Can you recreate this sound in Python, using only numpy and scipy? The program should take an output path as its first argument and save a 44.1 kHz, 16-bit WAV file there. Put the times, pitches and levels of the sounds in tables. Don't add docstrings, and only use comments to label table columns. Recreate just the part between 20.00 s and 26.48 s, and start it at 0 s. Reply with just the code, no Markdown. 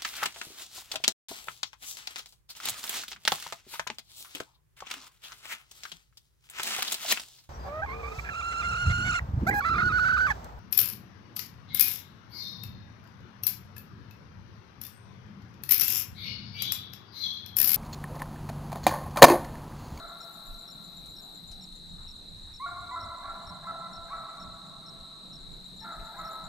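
import sys
import numpy as np
from scipy import signal
from scipy.fft import rfft, irfft
from scipy.io import wavfile
from scipy.ndimage import uniform_filter1d

SR = 44100
rng = np.random.default_rng(int(sys.argv[2]) if len(sys.argv) > 2 else 0)


def persist_wave(psi):
    counts = np.round(np.clip(psi, -1, 1) * 32767).astype(np.int16)
    wavfile.write(sys.argv[1], SR, np.atleast_2d(counts).T)


def gain_from_decibels(decibels):
    exponent = np.asarray(decibels, float) / 20
    return 10 ** exponent


N = 285768
LEAD = 1


def evened(x):
    return x / np.sqrt(np.mean(x ** 2) + 1e-20)


def read(points, hz):
    f, value = np.transpose(points)
    return np.interp(np.log(hz + 1), np.log(f + 1), value)


def curve(rows):
    s, *columns = np.transpose(rows)
    return [np.interp(np.arange(N) / SR, s, c) for c in columns]


def add(mix, s, sound):
    part = mix[..., round(s * SR):][..., :sound.shape[-1]]
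    part += sound[..., :part.shape[-1]]


def sides(pan_db):
    return gain_from_decibels(np.array([pan_db / 2, -pan_db / 2]))


def turned(ends, s=None):
    # time_s, turn (0-1)
    turning = [
        (0, 0),
        (.85, 0),
        (1.05, .15),
        (1.35, .08),
        (1.8, .55),
        (2.2, .95),
        (5.2, 1),
        (5.7, .4),
        (5.9, .03),
        (6.48, 0),
    ]
    at, turn = np.transpose(turning)
    when = np.arange(N) / SR if s is None else s
    return ends[0] + (ends[1] - ends[0]) * np.clip(np.interp(when, at, turn), 0, 1)


def colour(x, gain_db, lag_s=0):
    hz = np.fft.rfftfreq(x.shape[-1], 1 / SR)
    return irfft(rfft(x) * gain_from_decibels(read(gain_db, hz)) * np.exp(-2j * np.pi * hz * lag_s), x.shape[-1])


def resonate(x, hz, width):
    r = np.exp(-np.pi * width / SR)
    a = [1, -2 * r * np.cos(2 * np.pi * hz / SR), r * r]
    return signal.lfilter([1], a, signal.lfilter([1, 0, -1], a, x))


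def pair(hz, width, same):
    a, b = rng.standard_normal((2, N))
    same = np.clip(same, 0, 1)
    return evened(resonate(np.array([a, same * a + np.sqrt(1 - same ** 2) * b]), hz, width))


def noise(gain_db, pan_db, patchy_db):
    # pitch_hz, likeness (0-1)
    likeness = [(30, 0.65), (100, 0.28), (200, 0.76), (600, 0.13), (2000, 0.12), (8000, 0.71)]
    frames, hz = N // 256 + 5, np.fft.rfftfreq(1024, 1 / SR)
    a, b, c, d, patches = rng.standard_normal((frames, 513, 5)).T
    patches = evened(uniform_filter1d(uniform_filter1d(patches, size=10, axis=0), size=14, axis=1))
    same = np.clip(read(likeness, hz), -1, 1)[:, None]
    left = a + 1j * b
    z = np.array([left, same * left + np.sqrt(1 - same ** 2) * (c + 1j * d)])
    z *= gain_from_decibels(read(gain_db, hz)[:, None] + patchy_db * patches)
    z *= sides(read(pan_db, hz))[:, :, None]
    return evened(signal.istft(z, nperseg=1024, noverlap=768)[1][:, :N])


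def roughness(effort_db):
    return np.clip(.018 * (-35 - effort_db), 0, 1)


def yelp(start, length, first_hz, top_hz, effort_db):
    glide_share, swell_db = 0.501, 5.5
    rough = roughness(effort_db)
    return [(start, first_hz, effort_db - swell_db, rough),
            (start + glide_share * length, top_hz, effort_db - swell_db * (1 - glide_share), rough),
            (start + length, top_hz, effort_db, rough)]


def bay(start, length, hz, first_db, last_db):
    scoop_s, scoop_share, scoop_db = 0.014, 0.035, 2.5
    sag_hz_per_s = 264.5
    return [(start, hz * (1 - scoop_share), first_db - scoop_db, roughness(first_db)),
            (start + scoop_s, hz, first_db, roughness(first_db)),
            (start + length, hz - sag_hz_per_s * length, last_db, roughness(last_db))]


def note(rows):
    # pitch_hz, level_db
    throat = [(400, -21), (680, -5), (1000, -4.5), (1350, 3), (1700, -9.5), (2100, -22.5), (2500, -25.5),
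              (3000, -61)]
    # pitch_hz, level_db per Hz
    breath = [(450, -61), (600, 24), (800, 19), (1200, -40), (1500, 8), (2200, 7.5), (2600, -62)]
    s, *columns = np.transpose(rows)
    t = np.arange(s[0], s[-1], 1 / SR)
    hz, effort_db, rough = (np.interp(t, s, c) for c in columns)
    shake, air = rng.standard_normal((2, SR))
    shake = evened(uniform_filter1d(shake, size=60))[:len(t)]
    turns = np.cumsum(hz * (1 + 0.23 * rough * shake)) / SR
    voice = sum(gain_from_decibels(read(throat, k * hz)) * np.cos(2 * np.pi * k * turns) for k in range(1, 5))
    air = evened(irfft(rfft(air) * gain_from_decibels(read(breath, np.arange(SR // 2 + 1)))))[:len(t)]
    voice = voice * (1 + rough * np.cos(np.pi * turns)) * np.sqrt(2) + 1.1 * rough * air
    return s[0] + LEAD, gain_from_decibels(effort_db) * voice * signal.windows.tukey(len(t), .25)


def woods(x, same):
    # pitch_hz, die_s
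    dying = [(500, 4.2), (750, 4.3), (1000, 3.85), (1400, 2.78), (2000, 2.9), (3000, 0.87)]
    # delay_s, level_db
    tree_lines = [
        (.05, -7.5),
        (.105, -11.5),
        (0.161, -11),
        (.27, -13),
    ]
    size = 3 * SR
    taps = np.zeros((2, size))
    at = np.arange(500, size - 20, 20) + rng.integers(0, 20, (2, (size - 501) // 20))
    np.put_along_axis(taps, at, rng.choice([-1., 1.], at.shape), 1)
    hz, t, z = signal.stft(taps, SR, nperseg=256)
    tail = signal.istft(z * gain_from_decibels(-60 * t / read(dying, hz)[:, None]), SR, nperseg=256)[1]
    tail = tail * gain_from_decibels(-27.5)
    for delay, db in tree_lines:
        add(tail[0], delay, gain_from_decibels(db) * np.ones(1))
    mid, side = signal.fftconvolve(x[None], tail, axes=1)
    return np.array([mid + (1 - same) * side, mid - (1 - same) * side])


def hounds():
    # start_s, length_s, first_hz, top_hz, effort_db
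    yelps = [(-.26, .06, 760, 840, -52), (-.2, 0.062, 1084, 1127, -44), (2.595, 0.0697, 989, 1129, -33),
             (2.908, 0.049, 963.5, 1020, -31.5), (3.225, 0.04, 770, 815, -49),
             (3.237, 0.028, 984, 1148, -40), (3.629, 0.022, 800, 833, -48.5),
             (3.642, 0.032, 996, 1055, -39), (4.08, 0.022, 781, 788, -49), (4.1, 0.0373, 1010, 1141, -37),
             (5.81, 0.048, 878, 887, -44.5), (6.14, .025, 752, 840, -45), (6.161, .047, 932, 1055, -40.5)]
    # start_s, length_s, pitch_hz, first_db, last_db
    bays = [
        (-.15, .13, 697.7, -47, -46.5),
        (2.656, 0.0647, 702, -38, -63),
        (2.956, 0.041, 677.3, -40, -40.5),
        (3.266, 0.06, 686.4, -46, -49),
        (3.668, 0.049, 673, -40, -38),
        (4.125, 0.0766, 663.3, -39, -55),
        (5.836, 0.13, 689.8, -47, -48.5),
        (6.18, 0.14, 657.8, -43.5, -54),
    ]
    # time_s, pitch_hz, effort_db, roughness (0-1)
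    far_cry = [
        (1.2, 769, -57, 0.16),
        (1.3, 753, -66.5, 0.04),
        (1.45, 732, -75, 0.09),
        (1.6, 746, -61.5, 0),
        (1.75, 754, -84, 0.06),
    ]
    # pitch_hz, gain_db
    scatter = [(500, 6.5), (680, 1), (820, 9), (1000, 2.5), (1400, 2), (2200, 1.5)]
    dry = np.zeros(N + LEAD * SR)
    for rows in [yelp(*row) for row in yelps] + [bay(*row) for row in bays]:
        add(dry, *note(rows))
    shimmer = rng.standard_normal(len(dry))
    shimmer = evened(uniform_filter1d(uniform_filter1d(shimmer, size=250), size=250))
    smeared = (signal.hilbert(dry) * np.exp(.44j * shimmer)).real
    wet = woods(colour(smeared, scatter), same=0.74)[:, :len(dry)]
    dip_hz, dip_width_hz, dip_share = 560, 530, 0.79
    low = signal.lfilter(*signal.iirpeak(dip_hz, dip_hz / dip_width_hz, SR), dry)
    start, howl = note(far_cry)
    add(wet, start, colour(howl, [(800, 7), (1300, -30)]) * shimmer[:len(howl)])
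    ports = gain_from_decibels(3.0) * (dry - dip_share * low) + wet
    ports = colour(ports, [(500, -0.064), (2000, 0.079)], lag_s=np.array([[8e-5], [0]]))
    return ports[:, LEAD * SR:] * sides(-0.59)[:, None]


def chorus():
    # pitch_hz, level_db per Hz
    spread = [(3200, -24.5), (3450, -18.5), (3600, -18), (3750, -3.5), (3940, 0), (4190, -5), (4330, -18.5),
              (4550, -19), (4900, -16.5)]
    level_db, pan_db = -47.5, turned((5.5, 0.5))
    t, out = np.arange(N) / SR, np.zeros((2, N))
    drift = np.cumsum(rng.standard_normal(2 * N)) * 0.0818
    tones = np.linspace(3500, 4500, 30)
    for k, (beat, start, place, size) in enumerate(rng.standard_normal((30, 4))):
        cycle = 2 * np.pi * (43 * (1 + .06 * beat) * t + start)
        wing = np.sin(cycle)
        turn = 2 * np.pi * tones[k] * t + 2.07 * wing + drift[k * 9000:][:N]
        tone = np.sin(turn + np.array([[.6], [-.6]]) * place)
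        out += gain_from_decibels(1.5 * size) * np.maximum(wing + .3, 0) * tone
    blur = pair(hz=3850, width=1800, same=0.62)
    return gain_from_decibels(level_db) * sides(pan_db) * evened(colour(evened(out) + 0.54 * blur, spread))


def katydid():
    # time_s, effort_db
    effort = [
        (0, -76),
        (.35, -69),
        (.7, -74),
        (1.2, -70.5),
        (1.7, -76.5),
        (5.9, -78.5),
        (6.3, -71.5),
        (6.48, -80),
    ]
    # pitch_hz, level_db per Hz
    far_colour = [(9000, -30), (10500, -9), (12000, -11), (13000, -10), (13600, -19), (13900, -38)]
    strokes_per_s = 64
    level_db = curve(effort)[0] + turned((0, -8.5))
    scrape = np.exp(1.5 * np.cos(2 * np.pi * strokes_per_s * np.arange(N) / SR))
    near = gain_from_decibels(-1.5) * sides(26.0)[:, None] * evened(scrape * pair(hz=12000, width=810, same=0.94))
    far = gain_from_decibels(5.0) * noise(far_colour, [(9000, 15), (16000, 22)], patchy_db=4.5)
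    trill = gain_from_decibels(-71.5 + turned((0, 0.5))) * sides(2.8)[:, None] * pair(hz=8450, width=190, same=0.39)
    flicker = evened(uniform_filter1d(rng.standard_normal(N), size=1800))
    heard = flicker > turned((-.9, 11))
    fizz = noise([(13400, -60), (13700, -4.0), (15700, -9)], [(9000, 8), (16000, 8)], patchy_db=5.0)
    top = gain_from_decibels(level_db - 5) * heard * fizz
    return colour(gain_from_decibels(level_db) * (near + far) + trill, [(13600, -2.0), (14000, -59)]) + top


def wind():
    # middle_s, length_s, lump_db, flutter_db
    gusts = [(0.05, 0.13, -44.5, -68), (0.53, 0.13, -42, -55), (1.069, 0.36, -55, -56.5),
             (1.515, 0.23, -50, -54.5), (1.737, 0.096, -44, -70), (1.982, 0.48, -50, -49.5),
             (2.428, 0.58, -50, -51.5), (2.778, 0.23, -68, -45.5), (3.04, 0.27, -69, -46.5),
             (3.285, 0.19, -48, -54.5), (3.5, .15, -57, -50), (3.695, 0.29, -59, -66), (4, .15, -48, -53),
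             (4.178, 0.18, -50, -71), (4.485, 0.22, -60, -49.5), (4.786, 0.084, -56, -78),
             (5.008, 0.092, -54, -49), (5.506, 0.33, -43.5, -56), (5.78, 0.14, -57, -56.5),
             (6.005, 0.12, -43, -51.5), (6.227, 0.11, -53, -61), (6.47, 0.14, -44.5, -54)]
    calm_db = np.array((-63, -81.5))
    t = np.arange(N) / SR
    blow = gain_from_decibels(calm_db)[:, None] * np.ones(N)
    for middle, length, *db in gusts:
        blow = blow + gain_from_decibels(np.array(db) - 2.5)[:, None] * np.exp(-(2.86 * (t - middle) / length) ** 2)
    lumps = blow[0] * pair(hz=26.7, width=25, same=0.7)
    flutter = blow[1] * pair(hz=78.6, width=66, same=.9)
    return (lumps + flutter) * sides(-0.95)[:, None]


def road():
    # time_s, level_db
    traffic = [
        (0, -59),
        (1.1, -54.5),
        (1.7, -56.5),
        (3.2, -61),
        (3.4, -54),
        (4.3, -53.5),
        (5.1, -53.5),
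        (5.6, -55),
        (6.48, -59),
    ]
    rumble = gain_from_decibels(curve(traffic)[0]) * pair(hz=172.5, width=79, same=0.67) * sides(-1.9)[:, None]
    waver = rng.standard_normal(N)
    waver = evened(uniform_filter1d(uniform_filter1d(waver, size=4000), size=4000))
    return rumble * gain_from_decibels(3 * waver)


def leaves_and_air():
    # pitch_hz, level_db per Hz
    hiss = [(60, -26.5), (250, 4), (500, -3.5), (1000, -5.5), (1500, -9), (2000, -12.5), (3000, -18),
            (5000, -23.5), (6500, -17), (8000, -11.5), (10500, -23.5), (12600, -25.5), (13300, -38),
            (13800, -75)]
    # pitch_hz, left_over_right_db
    balance = [(100, -9), (300, -5.5), (1000, -3), (3000, 1.5), (8000, 1.5), (13000, -4)]
    return gain_from_decibels(-58) * noise(hiss, balance, patchy_db=2.1)


def chirp(length, hz, glide, arch):
    u = np.linspace(-1, 1, round(length * SR))
    tone = np.sin(2 * np.pi * np.cumsum(hz + glide * u - arch * u ** 2) / SR)
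    return tone * signal.windows.tukey(len(u), .4)


def strokes(runs):
    return [(s, np.interp(s, [start, end], [first_db, last_db]))
            for start, end, gap, first_db, last_db in runs
            for s in np.arange(start, end, gap)]


def ground_crickets():
    # start_s, end_s, gap_s, first_db, last_db
    runs = [
        (.079, 1.5, .1268, -57, -53.5),
        (1.6252, 1.8, .1287, -54.5, -55.5),
        (1.8911, 2.32, .1319, -61, -63),
        (2.4279, 4.7, .1241, -62.5, -63),
        (5.28, 5.8, .1211, -65, -58),
        (5.9214, 6.46, .1298, -58, -54),
    ]
    out = np.zeros((2, N))
    for s, db in strokes(runs):
        stroke = chirp(0.021, hz=turned((7300, 7360), s), glide=-82, arch=466)
        after = chirp(0.035, hz=7250, glide=70, arch=200)
        add(out, s - .002, gain_from_decibels(db) * sides(8.9)[:, None] * stroke)
        add(out, s + 0.013, gain_from_decibels(db - 8.5) * sides(9.9)[:, None] * after)
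    return out


def buzzing_insect():
    # start_s, end_s, gap_s, first_db, last_db
    runs = [
        (.136, 5.05, .2205, -69, -73.5),
        (5.265, 6.4, .2245, -72, -74),
    ]
    gate = np.zeros(N)
    for s, db in strokes(runs):
        add(gate, s, gain_from_decibels(db) * np.hanning(round(.09 * SR)))
    return gate * gain_from_decibels(turned((0, -2))) * sides(4.0)[:, None] * pair(hz=9350, width=300, same=.7)


def field_cricket():
    starts = [0.206, 0.6782, 1.1636, 1.6107, 2.08, 2.5376, 3.0056, 3.468, 3.933, 4.4002, 4.8614, 5.3295,
              5.8017, 6.2502]
    out = np.zeros((2, N))
    for s in starts:
        gains = gain_from_decibels(-51) * sides(turned((-5, 5), s))[:, None]
        for gap in (0, .0235):
            add(out, s + gap - .002, gains * chirp(.018, hz=5459, glide=-130, arch=-25))
    return out


def handling():
    # start_s, level_db, centre_hz, die_s (time to fall 60 dB)
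    ticks = [(0.542, -57, 6850, 0.019), (1.059, -58.5, 7940, 0.13), (1.514, -55, 5200, 0.15),
             (1.514, -59.5, 8930, 0.12), (1.755, -63, 11000, 0.032), (1.978, -63, 1190, 0.54),
             (2.04, -67, 1290, 0.18), (2.471, -66, 1300, 0.45), (5.995, -60, 2170, 0.069),
             (6.246, -62, 9200, .06), (6.287, -74, 12000, .05), (6.33, -56, 12000, .05)]
    out, t = np.zeros((2, N)), np.arange(8000) / SR
    for s, db, hz, t60 in ticks:
        puff = resonate(rng.standard_normal(8000), hz, 0.53 * hz)
        add(out, s, gain_from_decibels(db - 60 * t / t60) * evened(puff) * sides(3.6)[:, None])
    return colour(out, [(12800, 2.2), (14000, -22), (14500, -60)])


def far_bird():
    out = np.zeros((2, N))
    add(out, 2.21, gain_from_decibels(-73.5) * chirp(.07, hz=2630, glide=22, arch=60))
    return out


def scene():
    insects = chorus() + ground_crickets() + buzzing_insect() + field_cricket()
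    background = wind() + road() + leaves_and_air()
    low = hounds() + insects + far_bird() + background
    high = katydid() + handling()
    return colour(low, [(12700, -1), (13300, 7), (13900, -55)]) + high


def band_limit(x):
    return signal.sosfilt(signal.butter(12, 15690, fs=SR, output="sos"), x)


def record(dry):
    return band_limit(dry)


dry = scene()
out = record(dry)
persist_wave(out)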